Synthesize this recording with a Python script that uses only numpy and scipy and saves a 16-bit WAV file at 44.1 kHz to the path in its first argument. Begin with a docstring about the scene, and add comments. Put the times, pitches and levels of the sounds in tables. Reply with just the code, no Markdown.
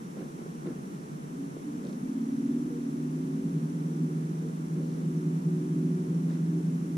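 """An electric trolling motor picks up speed under a metal fishing boat on a calm lake.
Its hum is made of harmonics (whole multiples of the shaft's turning rate), which swell as they slide
through the pitches the hull likes to ring at. A low drone sets in as the boat starts to move.
Water stirred by the propeller rumbles in the hull, and ripples lap and knock against it.
A few tiny ticks come and go, and a soft, wide noise and a faint hiss lie behind it all."""
import sys
import numpy as np
from scipy import signal
from scipy.fft import rfft, irfft, next_fast_len
from scipy.io import wavfile
from scipy.ndimage import map_coordinates

SR = 44100
rng = np.random.default_rng(int(sys.argv[2]) if len(sys.argv) > 2 else 0)


def wav_record(signal):
    """Record a signal, one row per channel, as 16-bit PCM in the file named by sys.argv[1]."""
    frames = np.transpose(np.atleast_2d(signal))
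    bounded = np.clip(frames, -1, 1)
    # unit amplitude maps onto the largest positive 16-bit level
    quanta = np.round(bounded * 32767).astype(np.int16)
    wavfile.write(sys.argv[1], SR, quanta)


N = 307377
TIME = np.arange(N) / SR


def gain(db):
    """Turn decibels into a number to multiply a sound by."""
    return 10 ** (np.asarray(db) / 20)


def normalize(x):
    """Scale a signal so its average strength (rms) is 1."""
    return x / np.sqrt(np.mean(x ** 2) + 1e-20)


def level_at(points, hz):
    """Read between (frequency, level) points, with octaves evenly spaced."""
    freqs, levels = np.transpose(points)
    return np.interp(np.log(hz + 1), np.log(freqs + 1), levels)


def wobble(rate):
    """A smooth curve through `rate` random values a second."""
    coarse = TIME[::32]
    values = rng.standard_normal(int(N * rate / SR) + 4)
    return np.interp(TIME, coarse, map_coordinates(values, [coarse * rate]))


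def filtered(x, response):
    """Turn each frequency in x up or down by the factor response(hz)."""
    size = next_fast_len(N + SR // 2)
    return irfft(rfft(x, size) * response(np.fft.rfftfreq(size, 1 / SR)), size)[..., :N]


def noise(colour):
    """Noise of strength 1; its colour says how strong the low and high parts are."""
    return normalize(filtered(rng.standard_normal(N), lambda hz: gain(level_at(colour, hz))))


def swell(time, width):
    """A bell-shaped rise and fall around the given time."""
    return np.exp(-.5 * ((TIME - time) / width) ** 2)


def bumps(rows):
    """Add up brief rises and dips into one curve in decibels."""
    return sum(db * swell(time, width) for time, width, db in rows)


def tone(hz, drift=0):
    """A pure tone that follows a pitch curve; drift nudges the wave early or late, in radians."""
    return np.sqrt(2) * np.sin(2 * np.pi * (np.cumsum(hz) / SR + rng.random()) + drift)


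def under_way():
    """How far the boat has got moving, from 0 at rest to 1."""
    gather_s = 1.54
    return np.clip((TIME - MOVE_OFF_S) / gather_s, 0, 1) ** 1.29


# soft noise that is the same in both ears: (frequency [Hz], level [dB])
CENTRE_COLOUR = [(20, -1.5), (60, 2.5), (120, 2), (500, 1), (1000, -2), (2000, -7), (3500, -11.5),
                 (5000, -19), (8000, -32)]
# a soft, very wide noise in the middle pitches, opposite in the two ears: (frequency [Hz], level [dB])
WIDE_COLOUR = [(40, -22), (90, -19), (160, 7), (260, 6), (400, 2), (850, 1), (1300, -4.5), (2000, -12),
               (3000, -19), (4200, -33), (6000, -35)]
# thin hiss: (frequency [Hz], left level [dB], right level [dB])
HISS_COLOUR = [(2000, -29, -19), (3870, -3.5, -5.5), (5000, -3.5, -4), (5650, -1, 3.5), (5770, 3.5, 7),
               (6400, -3.5, -0.5), (7230, 2, 1), (8130, -2.5, -1.5), (9930, -1.5, 0.5), (11300, -4.5, -6.5),
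               (12400, -7, -7.5), (13900, -11.5, -13.5), (15500, -16, -21)]
def background():
    """Soft noise, very wide in the middle pitches, and a thin hiss that is stronger on the right."""
    centre = gain(-58) * noise(CENTRE_COLOUR)
    wide = gain(-49) * noise(WIDE_COLOUR)
    left = gain(-62) * noise([(hz, db) for hz, db, _ in HISS_COLOUR])
    right = gain(-59) * noise([(hz, db) for hz, _, db in HISS_COLOUR])
    return np.array([centre + wide + left, centre - wide + right])


# light ticks: (time [s], level [dB])
TICK_EVENTS = [(1.8513, -44), (1.8695, -43), (1.893, -42.5), (1.929, -44)]
# faint, grainy rustles: (time [s], width [s], level [dB])
RUSTLE_EVENTS = [(1.885, .035, -71.5), (4.9, 0.093, -71), (6.325, 0.028, -66.5)]
# the bright colour of both: (frequency [Hz], level [dB])
BRIGHT = [(1500, -35), (4000, 3), (6000, 0), (9000, -16), (14000, -45)]
def ticks():
    """A quick run of tiny clicks, each a snap with a short fizzy tail, and a few faint rustles."""
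    fade_s = .03
    snaps = sum(gain(db + 12.5) * signal.unit_impulse(N, round(time * SR)) for time, db in TICK_EVENTS)
    tails = sum(gain(db - 16.5 - 60 * np.abs(TIME - time) / fade_s) * (TIME >= time)
                for time, db in TICK_EVENTS)
    grain = normalize(gain(5 * wobble(300)))
    rustle = grain * sum(gain(db) * swell(time, width) for time, width, db in RUSTLE_EVENTS)
    fizz = noise(BRIGHT) + .5 * np.array([noise(BRIGHT), noise(BRIGHT)])
    return filtered(snaps, lambda hz: gain(level_at(BRIGHT, hz))) + (tails + rustle) * fizz


# ripples washing along the hull: (time [s], width [s], slosh level [dB], spray level [dB])
RIPPLES = [(0.2, 0.027, -42.5, -58), (.43, 0.046, -56, -65), (0.667, 0.0088, -56, -57),
           (0.69, 0.028, -41.5, -59), (1.58, 0.015, -54, -74), (1.88, 0.04, -39.5, -60),
           (4.82, 0.064, -44.5, -78), (4.99, 0.045, -43.5, -63), (6.325, 0.042, -46.5, -56)]
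# the low slosh and the bright spray: (frequency [Hz], level [dB])
SLOSH_COLOUR = [(50, -60), (110, -21), (170, 8.5), (260, 1), (350, 1), (430, -5), (520, -2.5), (650, -19),
                (760, -29), (1000, -51), (4000, -100)]
SPRAY_COLOUR = [(100, -42), (600, -1), (1000, 0.5), (1450, 0), (2150, -3), (2700, -11), (4600, -15),
                (7000, -38), (12000, -75)]
def laps():
    """Each ripple sloshes in the hull and throws a little grainy spray on both sides."""
    slosh = sum(gain(db) * swell(time, width) for time, width, db, _ in RIPPLES)
    spray = sum(gain(db) * swell(time, width) for time, width, _, db in RIPPLES)
    water = noise(SLOSH_COLOUR) + gain(-7) * np.array([noise(SLOSH_COLOUR), noise(SLOSH_COLOUR)])
    drops = np.array([noise(SPRAY_COLOUR), noise(SPRAY_COLOUR)]) * normalize(gain(3.4 * wobble(200)))
    return slosh * water + spray * drops


# water slapping the hull: (time [s], pitch [Hz], thud level [dB], fade time [s], ring level [dB])
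SLAPS = [(.170, 520, -31, 0.013, -41), (0.206, 400, -22.5, 0.02, -46), (0.221, 215, -17.5, 0.023, -43),
         (.26, 270, -24, 0.024, -50), (.389, 326, -24, 0.018, -49), (0.415, 395, -33, 0.016, -49),
         (.461, 413, -26.5, 0.029, -52), (0.657, 530, -30, 0.0078, -39.5), (0.671, 347, -22, 0.027, -42),
         (0.683, 345, -26, 0.024, -45), (.707, 280, -19.5, .022, -44), (1.567, 366, -21, 0.022, -48),
         (4.775, 335, -30, 0.039, -52)]
# the notes the hull rings with afterwards: (pitch [Hz], level [dB], fade time [s])
HULL_NOTES = [(165, 2, 0.11), (315, -6, 0.085), (347, -1, 0.14), (482, -6.5, 0.22), (524, -11.5, 0.2),
              (616, -24, 0.14), (754, -17.5, 0.22), (1060, -20, 0.16), (1385, -16.5, 0.14),
              (1730, -18.5, 0.16), (2120, -18.5, 0.14)]
def knocks():
    """Each slap makes a hollow thud and leaves the hull ringing until the water damps it."""
    age = np.arange(SR // 5) / SR
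    onset = 1 - np.exp(-age / .0017)

    def fading(hz, db, fade_s):
        """A tone that drops 60 dB in its fade time."""
        return gain(db - 60 * age / fade_s) * np.sin(2 * np.pi * hz * age)

    out = np.zeros(N)
    for time, hz, db, fade_s, ring_db in SLAPS:
        ring = sum(fading(pitch, level + 2 * rng.standard_normal(), fade)
                   for pitch, level, fade in HULL_NOTES)
        out[round(time * SR):][:len(age)] += onset * (fading(hz, db, fade_s) + gain(ring_db) * ring)
    band_hz = (160, 1700)  # thin panels give off no deep bass
    return signal.sosfilt(signal.butter(4, band_hz, "band", fs=SR, output="sos"), out)


# the deep rumble and the lighter churn: (frequency [Hz], level [dB])
RUMBLE_COLOUR = [(60, -36), (108, -32.5), (125, -19), (145, -1.5), (172, -2.5), (200, -3.5), (235, -5),
                 (290, -9.5), (330, -21), (400, -25), (600, -47), (1500, -120)]
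CHURN_COLOUR = [(100, -56), (200, -31), (280, -3), (345, 0.5), (400, -4.5), (460, -8), (530, -17),
                (620, -22.5), (800, -35.5), (3000, -100)]
def wash():
    """Swirling water from the propeller shakes the hull, a little louder once the boat moves."""
    rumble_db = -41.5 + 3 * under_way() + 0.066 * bumps(LOAD_SURGES) + 1.7 * wobble(3.045)
    rumble = gain(rumble_db) * noise(RUMBLE_COLOUR)
    churn_db = -49 + 2 * under_way() + 0.3 * wobble(1.9) + 0.83 * wobble(25)
    return rumble + gain(churn_db) * noise(CHURN_COLOUR)


# hull panels singing briefly: (start [s], length [s], multiple of the shaft speed, level [dB])
PANEL_MOANS = [(1.381, 0.083, 20, -38.5), (1.652, 0.116, 20, -38.5), (1.724, 0.068, 16, -40),
               (1.725, 0.16, 30, -53), (2.604, 0.11, 16, -43), (2.703, 0.093, 25, -48),
               (4.02, 0.043, 11, -36), (4.082, 0.051, 16, -41), (4.415, 0.071, 20, -49),
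               (4.885, 0.061, 13, -48), (5.103, 0.25, 16, -48.5), (5.16, 0.18, 11, -46),
               (5.471, 0.19, 16, -43), (5.52, 0.4, 13, -42.5), (5.657, .25, 11, -46),
               (5.79, 0.33, 16, -44.5), (6.45, 0.16, 13, -44), (6.54, 0.067, 16, -41.5)]
def moans():
    """A hull panel picks up one shaft harmonic: it swells, holds with a rough flutter and fades."""
    rise_s, fall_s = 0.0081, 0.014
    angle = shaft_angle()
    flutter = 1 + 0.18 * wobble(50)
    drift = 0.31 * wobble(45)
    out = np.zeros(N)
    for start, length, multiple, db in PANEL_MOANS:
        rise = (1 + np.tanh((TIME - start) / rise_s)) / 2
        fall = (1 - np.tanh((TIME - start - length) / fall_s)) / 2
        out += gain(db) * rise * fall * harmonic(angle, multiple, drift)
    return flutter * out


MOVE_OFF_S = 2.3  # the boat starts to move
# the drone swells or falters briefly: (time [s], width [s], level change [dB])
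DRONE_CHANGES = [(3.13, .04, 4.5), (3.26, 0.026, -33), (3.42, 0.032, -9), (3.57, 0.019, 1),
                 (3.72, 0.018, -8), (4.23, .05, 2.5), (4.96, 0.046, -9.5), (5.36, .018, 5),
                 (5.415, .016, -17), (5.47, 0.014, 4.5), (5.67, .025, -7.5), (6.01, 0.011, -13),
                 (6.47, 0.015, 5.5), (6.87, 0.075, -2)]
def drone():
    """A low drone sets in as the boat moves, throbbing and creeping up in pitch and level."""
    age = TIME - MOVE_OFF_S
    pitch_hz = 154.1 + 2.6 * age
    level_db = -34.5 + 0.93 * age + 0.93 * bumps(LOAD_SURGES) + bumps(DRONE_CHANGES)
    throb_hz = 11 + 2.97 * wobble(8)
    throb = 1 + .22 * tone(throb_hz) + 0.2 * wobble(26)
    return under_way() * gain(level_db) * throb * tone(pitch_hz, drift=0.21 * wobble(26))


# the shaft spins up, sags once, then climbs to cruising speed: (time [s], speed [turns per s])
SPIN_UP = [(0, 12.5), (1.2, 13), (1.85, 15.3), (2.12, 17.4), (2.5, 17.95), (2.65, 19.2), (2.93, 18),
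           (3.12, 19.7), (3.8, 22.1), (4.3, 22.6), (5, 22.65), (6.97, 23.4)]
def shaft_speed():
    """How fast the shaft turns at each moment, in turns per second."""
    times, speeds = np.transpose(SPIN_UP)
    return np.interp(TIME, times, speeds)


def shaft_angle():
    """How far the shaft has turned, in radians."""
    return 2 * np.pi * np.cumsum(shaft_speed()) / SR


def harmonic(angle, multiple, drift):
    """A pure tone that swings `multiple` times for each turn of the shaft."""
    smear = .52 * (multiple - 14) ** 2  # the hull spreads each turn's pulse out in time
    return np.sqrt(2) * np.cos(multiple * angle + smear + drift)


# the propeller works harder or eases off: (time [s], width [s], level change [dB])
LOAD_SURGES = [(2.2, 0.14, 2), (2.53, 0.071, 4), (3.53, 0.049, 1.5), (3.8, 0.087, -1.5), (4.5, 0.2, -4),
               (5.72, 0.17, 1.5)]
# how well the hull turns the motor's shaking into sound: (frequency [Hz], level [dB])
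HULL_RESPONSE = [(110, -36), (140, -22), (160, -5.5), (185, 0.5), (195, -21), (215, -5.5), (229, 1),
                 (270, 1), (285, -2.5), (298, -9), (340, -19), (367, -10), (395, -23.5), (460, -33),
                 (600, -10.5), (1000, -60)]
# the tones in the hum: (multiple of the shaft speed, level [dB], flutter [dB])
HUM_TONES = [(8, -3, 1.5), (11, -5, 0), (13, -1, 1), (15, -1, 1), (16, -5, -0.5), (18, 0, -0.5),
             (19, -3, 3.5), (20, -2, 2)]
def motor():
    """The motor shakes the hull; each harmonic swells as it passes a pitch the hull rings at."""
    grip_speed, cruise_speed = 17.8, 20.5  # turns per second
    speed = shaft_speed()
    # the hum grows with speed until the propeller grips the water
    load_db = -36.5 - 4 * np.maximum(grip_speed - speed, 0) + bumps(LOAD_SURGES)
    angle = shaft_angle() + 0.0031 * wobble(15)  # the shaft turns a little unsteadily
    # faster water makes each harmonic flutter and waver more
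    swirl = (speed / cruise_speed) ** 4
    hum = np.zeros(N)
    for multiple, db, flutter_db in HUM_TONES:
        hull_db = level_at(HULL_RESPONSE, multiple * speed)
        level = gain(db + hull_db + swirl * flutter_db * wobble(9))
        roughness = 1 + swirl * .24 * wobble(45)
        hum += level * roughness * harmonic(angle, multiple, drift=swirl * .29 * wobble(22))
    # a slightly unbalanced propeller drags on the motor once a turn, most of all as it grips
    chug_depth = .45 / (1 + ((speed - grip_speed) / 0.47) ** 2)
    chug = 1 - chug_depth * np.sin(angle)
    return gain(load_db) * chug * hum


def scene():
    """The hull sounds from ahead, a touch to the right, with ripples, ticks and soft noise around it."""
    hull = motor() + drone() + wash() + knocks() + moans()
    return hull * gain([[-.2], [.2]]) + laps() + ticks() + background()


def record(dry):
    """Cut away the very highest treble."""
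    return filtered(dry, lambda hz: hz < 14950)


dry = scene()
out = record(dry)
wav_record(out)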